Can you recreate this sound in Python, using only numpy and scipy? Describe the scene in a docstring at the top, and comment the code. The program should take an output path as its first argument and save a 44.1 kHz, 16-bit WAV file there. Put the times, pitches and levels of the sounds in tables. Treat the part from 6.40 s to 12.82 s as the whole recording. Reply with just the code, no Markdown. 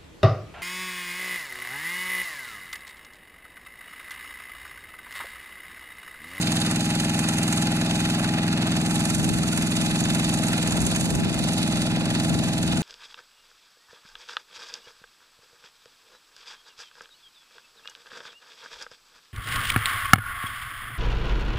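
"""Two-wheel diesel tractor in a flooded field

A single-cylinder two-wheel tractor ploughs, slowly moving off to the right, heard at two microphone ports.
Each engine cycle is an exhaust thump smeared into a low throb, gas noise, a hard knock and lighter clatter.
A gear whines along with the crank, and now and then a valve ticks clearly.
A breeze of shaped noise rises until nearly halfway, then holds; gusts ride on it and large eddies thump the ports."""
import sys
import numpy as np
from scipy.fft import rfft, irfft, next_fast_len
from scipy.io import wavfile
from scipy.ndimage import map_coordinates

SR = 44100
rng = np.random.default_rng(int(sys.argv[2]) if len(sys.argv) > 2 else 0)


def store_wav(level_fs):
    """Save 16-bit WAV to argv[1]."""
    pcm = np.round(np.clip(np.atleast_2d(level_fs), -1, 1) * 32767)
    wavfile.write(sys.argv[1], SR, pcm.T.astype(np.int16))


N = 283122


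def amp(db):
    """Gain of a level in dB."""
    return 10 ** (np.asarray(db) / 20)


def unit(x):
    """Scale to rms 1."""
    return x / np.sqrt(np.mean(x ** 2) + 1e-20)


def along(points, hz):
    """Read a (f/Hz, value) table on a log frequency axis."""
    f, v = np.transpose(points)
    return np.interp(np.log(hz + 1), np.log(f + 1), v)


def curves(rows):
    """One value per sample for each column after the time."""
    s, *cols = np.transpose(rows)
    return [np.interp(np.arange(N) / SR, s, c) for c in cols]


def swells(rows):
    """Sum of smooth bumps, each given by its middle, its length at half height and its height."""
    t = np.arange(N) / SR
    return sum(height * 0.5 ** ((2 * (t - middle) / length) ** 2) for middle, length, height in rows)


def wobble(rate):
    """A smooth random curve, rate knots a second."""
    knots = rng.standard_normal(int(N * rate / SR) + 4)
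    return map_coordinates(knots, [np.arange(N) * rate / SR])


def filtered(x, response):
    """x times a complex response of frequency."""
    m = next_fast_len(N + SR // 2)
    return irfft(rfft(x, m) * response(np.fft.rfftfreq(m, 1 / SR)), m)[..., :N]


def above(hz, edge_hz):
    """Gain of a steep high-pass."""
    return 1 / np.sqrt(1 + (edge_hz / (hz + 1)) ** 8)


def causal(gains):
    """The complex harmonics of the most compact causal pulse with these harmonic gains."""
    cepstrum = irfft(np.log(np.pad(gains, (1, len(gains)), mode="edge")))
    half = len(cepstrum) // 2
    # folding the cepstrum forward gives minimum phase
    cepstrum[1:half] *= 2
    cepstrum[half + 1:] = 0
    return np.exp(rfft(cepstrum))[1:len(gains) + 1]


def periodic(crank, orders, harmonics):
    """A wave of rms 1 that repeats with every engine cycle."""
    cycle = np.linspace(0, 1, 2048)
    wave = (np.exp(2j * np.pi * np.outer(cycle, orders)) @ harmonics).real
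    return unit(np.interp(crank % 1, cycle, wave))


def burst(crank, place, rise, decay):
    """An envelope that starts at one place of every cycle (times in cycles), and the number of that cycle."""
    number, age = np.divmod(crank - place + 1, 1)
    return (1 - np.exp(-age / rise)) * np.exp(-age / decay), number.astype(int)


# firing rate under the governor: t/s, rate/(cycles per s)
FIRING_RATE = [(0.0, 20.82), (0.95, 20.84), (1.3, 21.01), (1.6, 20.94), (1.9, 21.07), (2.5, 20.89),
               (2.95, 21.09), (3.5, 20.92), (4.0, 20.94), (4.3, 20.83), (4.6, 21.05), (4.9, 20.92),
               (5.4, 21.08), (5.8, 20.97), (6.42, 20.93)]


def turning():
    """The crank's running count of engine cycles, the clock of every engine sound."""
    return np.cumsum(curves(FIRING_RATE)[0]) / SR


# low exhaust note, relative levels: multiple of the firing rate, level/dB
EXHAUST_NOTE = [(1, -27), (2, -19.5), (3, -16.5), (4, -17.5), (5, -7), (6, -6.5), (7, -5.5), (8, 1.5),
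                (9, -3), (10, -4), (11, -3.5), (12, -4), (13, -34.5), (14, -14), (15, -4), (16, -22),
                (17, -19.5), (18, -20), (19, -17.5), (20, -24.5)]
# all-pass delays that spread the thump through the cycle: centre f/Hz, width/Hz
THUMP_SPREAD = [(41, 79), (83.7, 3), (105.5, 3), (177, 19), (237, 6.6)]


def exhaust(crank):
    """One thump per cycle, smeared by all-pass delays into a long low throb."""
    opens = .754  # place of the exhaust valve's opening in the cycle, 0-1
    orders, db = np.transpose(EXHAUST_NOTE)
    hz = orders * np.mean(np.transpose(FIRING_RATE)[1])
    # each all-pass shifts the harmonics in phase but leaves their levels alone
    spread = np.prod([centre ** 2 - hz ** 2 + 1j * hz * width for centre, width in THUMP_SPREAD], axis=0)
    harmonics = -causal(amp(db)) * spread.conj() / spread
    uneven_crank = crank - opens + 0.0019 * wobble(21)
    return periodic(uneven_crank, orders, harmonics) * amp(0.11 * wobble(22.8))


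# gas surges in one cycle, relative levels: place in the cycle (0-1), level/dB
GAS_SURGES = [(.225, -1), (.33, -6), (.71, 0)]


def surging(crank, rise, decay):
    """The envelope of the gas surges."""
    return sum(amp(db) * burst(crank, place, rise, decay)[0] for place, db in GAS_SURGES)


# rasp of the gas through the valves, relative levels: multiple of the firing rate, level/dB
VALVE_RASP = [(23, -0.5), (24, -0.5), (25, -8), (26, -7.5), (27, 0), (28, -7.5), (29, 0), (30, -4.5),
              (31, 3.5), (32, 3.5), (33, -2), (34, -10.5), (35, -7), (36, -4), (37, -1.5), (38, -13),
              (39, -4), (40, -9), (41, -5.5), (42, -4.5), (43, -15), (44, -11), (45, -13), (46, -21.5),
              (47, -3), (48, -16)]


def rasp(crank, steady=0.76):
    """Gas surges through the valves a few times a cycle, with randomly wavering strength."""
    orders, db = np.transpose(VALVE_RASP)
    orders = np.round(orders)
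    surges = sum(amp(level) * np.exp(-2j * np.pi * orders * place) for place, level in GAS_SURGES)
    # the surges set only the phases; the table sets the levels
    harmonics = causal(amp(db)) * surges / abs(surges)
    wave = periodic(crank + 0.0016 * wobble(30), orders, harmonics)
    gate = steady + surging(crank, rise=0.021, decay=0.074)
    return unit(wave * gate * amp(2.1 * wobble(45)))


# spectrum of gas rushing from the silencer, relative: f/Hz, level/dB per Hz
SILENCER_RUSH = [(20, -19), (60, -8.5), (170, 2.5), (260, 2), (450, -17), (660, -3), (800, -7),
                 (920, -15.5), (2500, -39)]


def puff(crank, steady=0.94):
    """Turbulence from the silencer: shaped noise that swells on every surge of gas."""
    gate = steady + surging(crank, rise=0.018, decay=0.078)
    return unit(filtered(gate * rng.standard_normal(N), lambda hz: amp(along(SILENCER_RUSH, hz))))


# clatter spectrum at each microphone port, relative: f/Hz, level/dB per Hz
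LEFT_PORT = [(500, -10.5), (850, -6), (1100, -11), (1720, -6), (2450, -8), (3020, -1), (3280, -6),
             (3550, -1), (4050, -10.5), (4500, -13), (5000, -7.5), (5430, -11), (6000, -7.5), (6600, -8.5),
             (8200, -27.5), (11700, -36), (14000, -39)]
RIGHT_PORT = [(500, -1), (850, -13.5), (1100, -10), (1400, -9.5), (1850, -5), (2200, -6.5), (2480, 0.5),
              (2800, -7), (3020, 0.3), (3280, -6), (3550, -1.8), (4900, -2.5), (5450, -10), (5800, -21),
              (6500, -6.5), (10200, -13), (14000, -32.5)]
# how alike the two ports hear it before those spectra: f/Hz, likeness (0-1)
LIKENESS = [(500, 0.98), (1800, 0.83), (2650, 0.67), (2950, 1), (3400, 0.99), (4000, 0.57), (5100, 0.77),
            (5700, 0.14), (6600, 0.45), (8000, 0.1)]


def at_ports(pair, band):
    """Two unrelated signals become one band of clatter as each port hears it."""
    turn = lambda hz: np.arccos(np.clip(along(LIKENESS, hz), 0, 1)) / 2
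    mid, side = filtered(pair, lambda hz: band(hz) * np.array([np.cos(turn(hz)), np.sin(turn(hz))]))
    colour = lambda hz: amp([along(LEFT_PORT, hz), along(RIGHT_PORT, hz)])
    return filtered(np.array([mid + side, mid - side]), colour)


# metal contacts in one cycle, relative levels:
# place in the cycle (0-1), casing level/dB, head level/dB, knock level/dB, decay/cycles, scatter/dB
METAL_CONTACTS = [(.18, -5.5, -16, -10, 0.13, 2.3), (.25, -9.5, -9.5, -12, 0.1, 3.5),
                  (.33, -9, -10.5, -10.5, 0.22, 2), (.464, -1.5, -1.5, -0.5, 0.13, 1.5),
                  (.615, -8, -4, -10, 0.055, 0.5), (.87, -16, -16, -15.5, 0.26, 0)]


def clatter(crank, part, rattle, rise, grain_db, band, repeat=0.48):
    """Valve gear and combustion strike one part of the engine in a fixed order over a steady rattle."""
    power = rattle ** 2
    for place, casing_db, head_db, knock_db, decay, scatter_db in METAL_CONTACTS:
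        gate, number = burst(crank, place, rise, decay)
        part_db = dict(casing=casing_db, head=head_db, knock=knock_db)[part]
        strength_db = part_db + scatter_db * rng.standard_normal(size=200)  # one draw per cycle
        power = power + (gate * amp(strength_db[number])) ** 2
    # the same parts meet in every cycle, so part of their ring repeats
    starts = np.searchsorted(crank, np.floor(crank))
    same = rng.standard_normal((2, SR))[:, np.arange(N) - starts]
    ring = rng.standard_normal((2, N)) + repeat * same
    # each blow is a cluster of tiny impacts
    blows = np.sqrt(power) * amp(grain_db * wobble(900)) * ring
    return unit(at_ports(blows, band))


# base level of the casing's clatter: t/s, level/dB
CASING_LEVEL = [(0, -34.7), (1.35, -34), (2.1, -35.5), (2.65, -35.5), (2.92, -36.5), (3.2, -35.5),
                (3.7, -35), (4.25, -34.5), (4.65, -37), (4.83, -38), (5.1, -36.5), (5.8, -36.5),
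                (6.42, -37.5)]
# base level of the cylinder head's clatter: t/s, level/dB
HEAD_LEVEL = [(0, -33), (1.1, -34), (1.42, -34.5), (1.65, -33.5), (2.05, -35), (2.55, -34.5), (3.07, -35.5),
              (3.35, -34), (3.95, -33.5), (4.55, -34), (4.83, -36), (5.05, -34), (5.35, -33), (5.6, -36),
              (5.8, -34.3), (6.42, -36)]
# spells in which the knock turns softer or harder: middle t/s, length at half height/s, change/dB
KNOCK_SPELLS = [(1.18, 0.14, 0.8), (1.42, 0.2, -2.5), (2.13, 0.54, -5.5), (2.6, 0.29, 2.6), (3.5, 0.6, 0.8),
                (4.5, 0.43, 2.3), (4.86, 0.14, -7), (5.6, 0.2, -5.5), (6.2, 0.85, -2.5)]
# base knock at the start, and how fast it fades as the tractor moves off
KNOCK_DB, KNOCK_FADE_DB_PER_S = -33.5, 0.21
FIRING_SCATTER_DB = 0.98  # unevenness of each part from firing to firing


def metal_levels():
    """dB of casing, head and knock: each varies from firing to firing, so the colour of the blows varies."""
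    t = np.arange(N) / SR
    uneven = lambda: FIRING_SCATTER_DB * wobble(20.954)
    casing_db = curves(CASING_LEVEL)[0] + uneven()
    head_db = curves(HEAD_LEVEL)[0] + uneven()
    knock_db = KNOCK_DB - KNOCK_FADE_DB_PER_S * t + swells(KNOCK_SPELLS) + uneven()
    return casing_db, head_db, knock_db


# block resonances just after the knock, relative levels: f/Hz, level/dB, decay/cycles
BLOCK_RINGS = [(1388, -1.5, 0.16), (1774, 1, 0.09), (2530, -18, 0.28), (4040, -3, 0.05)]


def block(crank):
    """The piston slaps the liner after each firing and rings the block as decaying, wavering sines."""
    place, ring = .52, 0
    seconds = (crank - place) % 1 / curves(FIRING_RATE)[0]  # time since the slap
    for hz, db, decay in BLOCK_RINGS:
        gate, number = burst(crank, place, rise=0.042, decay=decay)
        strength_db = db + 2.5 * rng.standard_normal(size=200)
        tone = np.sin(2 * np.pi * hz * seconds + 1.83 * wobble(150))
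        ring = ring + gate * amp(strength_db[number]) * tone
    return unit(ring)


# gear whine before flutter and a fixed trim: t/s, level/dB
WHINE_LEVEL = [(0, -42), (.13, -37), (.31, -43), (.44, -37), (1.0, -42), (1.16, -36), (1.55, -40.5),
               (2.06, -36.5), (2.24, -45), (2.62, -36), (2.8, -47), (3.32, -47), (3.43, -39), (3.55, -38.5),
               (3.7, -49), (3.82, -43), (4.07, -39), (4.24, -48), (4.68, -48), (4.79, -38.5), (4.9, -49),
               (5.1, -41.5), (5.8, -43.5), (6.42, -40.5)]
WHINE_FLUTTER_DB, WHINE_FLUTTER_RATE = 1, 13  # depth, knots a second


def gear(crank):
    """A wavering, fluttering gear tone that follows the crank."""
    mesh = 39.53  # whine periods per engine cycle
    level_db = curves(WHINE_LEVEL)[0] + WHINE_FLUTTER_DB * wobble(WHINE_FLUTTER_RATE)
    tone = np.sin(2 * np.pi * mesh * crank + 0.31 * wobble(25))
    return amp(level_db - 3.0) * np.sqrt(2) * tone


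# firings that crack harder than the rest: t/s, extra level/dB
HARD_FIRINGS = [(.0223, 1.5), (.071, 3), (.2149, 1), (.3107, 1), (.4559, 0.5), (.7911, 2), (.8869, 4),
                (1.0784, 1.7), (1.1268, 3.5), (3.1742, 3.5), (3.2695, 1.5), (4.4653, 2), (4.5605, 3.5),
                (4.9896, 3)]


def cracks(length=0.0067):
    """Extra dB for the first moments of the hardest firings, dying away over length seconds."""
    t = np.arange(N) / SR
    return sum(db * (t >= s) * np.exp(-np.abs(t - s) / length) for s, db in HARD_FIRINGS)


# phase lag of the left port behind the right: f/Hz, lag/rad
LEFT_LAG = [(30, -0.5), (200, 0.14), (700, 0.34), (1000, 1), (1400, 1.16), (1800, 2.0), (2100, 1.46),
            (2290, 2.9), (2600, 1), (2850, 2.95), (3100, 3), (3350, 3.5), (3550, 3.5), (3850, 4), (4150, 4),
            (5200, 3.5), (6400, 7.5), (9000, 9)]


def reaching_ports(engine):
    """Half the phase lag delays the left port and half advances the right, so most pitches arrive right first."""
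    return filtered(engine, lambda hz: np.exp(.5j * along(LEFT_LAG, hz) * np.array([[-1], [1]])))


# extra lag of the left port as the tractor moves to the right: t/s, lag/s
MOVING_LAG = [(0, -0.00003), (2.8, 0), (6.42, 0.000007)]


def moving_right(ports):
    """The left port hears the engine later and later."""
    late = curves(MOVING_LAG)[0] * SR
    return np.array([map_coordinates(ports[0], [np.arange(N) - late], order=5), ports[1]])


# spectrum of wind on the ports, relative: f/Hz, level/dB per Hz
WIND_SPECTRUM = [(15, -20), (35, -12), (65, 3), (160, 5.5), (250, -3.5), (400, -9.5), (600, -26),
                 (1500, -30), (4000, -80)]
# gusts on top of the breeze: middle t/s, length at half height/s, extra level/dB
WIND_GUSTS = [(2.88, 0.25, 5.5), (4.42, 0.22, 5), (4.79, 0.34, 7), (5.65, 0.15, 3), (5.95, 0.23, 4.5),
              (6.35, 0.23, 3)]
# the breeze rises from calm and then holds
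CALM_DB, BREEZE_DB = -54, -36
BREEZE_START_S, BREEZE_FULL_S = 0.39, 2.77
# a stronger wind also tears at the ports, higher up
TEAR_DB, TEAR_GROWS, TEAR_HZ = -50.5, 1.7, 280  # level in the full breeze, dB per dB of wind, lower edge


def wind():
    """A rising breeze with gusts; eddies hit each port separately, in quick lumps, and gusts are brighter."""
    wind_db = curves([(BREEZE_START_S, CALM_DB), (BREEZE_FULL_S, BREEZE_DB)])[0] + swells(WIND_GUSTS)
    eddies = filtered(rng.standard_normal((2, N)), lambda hz: amp(along(WIND_SPECTRUM, hz)))
    lumps = amp(0.99 * np.array([wobble(22), wobble(22)]))
    tear = unit(lumps * filtered(eddies, lambda hz: above(hz, TEAR_HZ)))
    tear_db = TEAR_DB + TEAR_GROWS * (wind_db - BREEZE_DB)
    return amp(wind_db) * unit(lumps * eddies) + amp(tear_db) * tear


# single large eddies: middle t/s, length at half height/s, level/dB, f/Hz
EDDY_THUMPS = [(1.64, 0.055, -40, 62), (2.735, .05, -38, 60), (2.81, .06, -35, 92.4),
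               (2.93, 0.054, -34, 108), (2.97, 0.1, -42, 60), (3.24, .05, -40, 58), (3.89, .06, -37, 62),
               (4.44, 0.06, -33, 62.8), (4.665, .05, -32, 102), (4.74, .05, -33, 62),
               (4.93, .05, -39, 97.5), (5.938, 0.054, -35, 70), (6.325, .1, -36, 70)]


def thumps():
    """Each large eddy shoves the air at both ports to and fro for a few uneven swings."""
    t = np.arange(N) / SR
    uneven = 0.5 * wobble(40) + 0.4 * np.array([wobble(30), wobble(30)])  # shared, then per port
    swings = 0
    for middle, length, db, hz in EDDY_THUMPS:
        envelope = swells([(middle, length, amp(db))])
        swings = swings + envelope * np.sin(2 * np.pi * hz * t + uneven)
    return np.sqrt(2) * swings


# spells in which a valve ticks clearly: middle t/s, length at half height/s, extra level/dB
TICK_SPELLS = [(2.55, .25, 13), (3.6, 0.4, 13), (4.0, .3, 14), (4.5, 0.57, 18), (4.55, .03, 2),
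               (5.2, .3, 7)]
TICK_DB, TICK_HZ, TICK_WIDTH_HZ = -45, 6700, 800  # level outside those spells, centre, width


def valve(crank, place=0.186, scatter_db=5.0):
    """A valve seats once a cycle with a short, bright ring of narrow-band noise."""
    gate, number = burst(crank, place, rise=0.008, decay=0.06)
    band = lambda hz: 1 / (1 + (2 * (hz - TICK_HZ) / TICK_WIDTH_HZ) ** 2)
    ring = unit(at_ports(rng.standard_normal((2, N)), band))
    tick_db = TICK_DB + swells(TICK_SPELLS) + scatter_db * rng.standard_normal(size=200)[number]
    return ring * gate * amp(tick_db)


# exhaust thump and puff, before a fixed trim for each: t/s, level/dB
EXHAUST_LEVEL = [(0, -26), (1.8, -25.5), (2.15, -25), (2.8, -26), (4, -26), (4.7, -27.5), (5.2, -26),
                 (6.42, -26)]
# level of the gas rasp: t/s, level/dB
RASP_LEVEL = [(0, -45), (1.2, -43), (1.42, -40), (1.7, -44.5), (2.3, -41), (2.7, -42), (2.95, -44),
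              (3.4, -44.5), (3.75, -40.5), (4.05, -38.5), (4.5, -41.5), (5.2, -39), (6.42, -40)]


def scene():
    """All engine sounds follow the crank; wind and thumps act on the ports directly."""
    crank = turning()
    exhaust_db, = curves(EXHAUST_LEVEL)
    casing_db, head_db, knock_db = metal_levels()

    gas = amp(exhaust_db + 1.3) * exhaust(crank)
    gas = gas + amp(curves(RASP_LEVEL)[0]) * rasp(crank)
    gas = gas + amp(exhaust_db - 10.0) * puff(crank)

    # the casing sounds lowest, the head above it, the knock on top
    casing = amp(casing_db) * clatter(crank, "casing", rattle=0.2, rise=0.038, grain_db=0.5,
                                      band=lambda hz: above(hz, 592) * (1 - above(hz, 3170)))
    head = amp(head_db) * clatter(crank, "head", rattle=0.13, rise=0.096, grain_db=1.85,
                                  band=lambda hz: above(hz, 3000) * (1 - above(hz, 6470)))
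    knock = amp(knock_db) * clatter(crank, "knock", rattle=0.13, rise=0.02, grain_db=0.44, repeat=0.23,
                                    band=lambda hz: above(hz, 7200))
    metal = (casing + head + knock) * amp(cracks())
    metal = metal + amp(casing_db - 9.5) * block(crank) + valve(crank)

    ports = reaching_ports(gas + gear(crank) + metal)
    engine = moving_right(ports) * amp([[.3], [-.3]])  # left and right trim in dB
    return engine + wind() + thumps()


TOP_HZ = 14450


def record(dry):
    """A sharp band limit: nothing at or above TOP_HZ passes."""
    return filtered(dry, lambda hz: hz < TOP_HZ)


dry = scene()
out = record(dry)
store_wav(out)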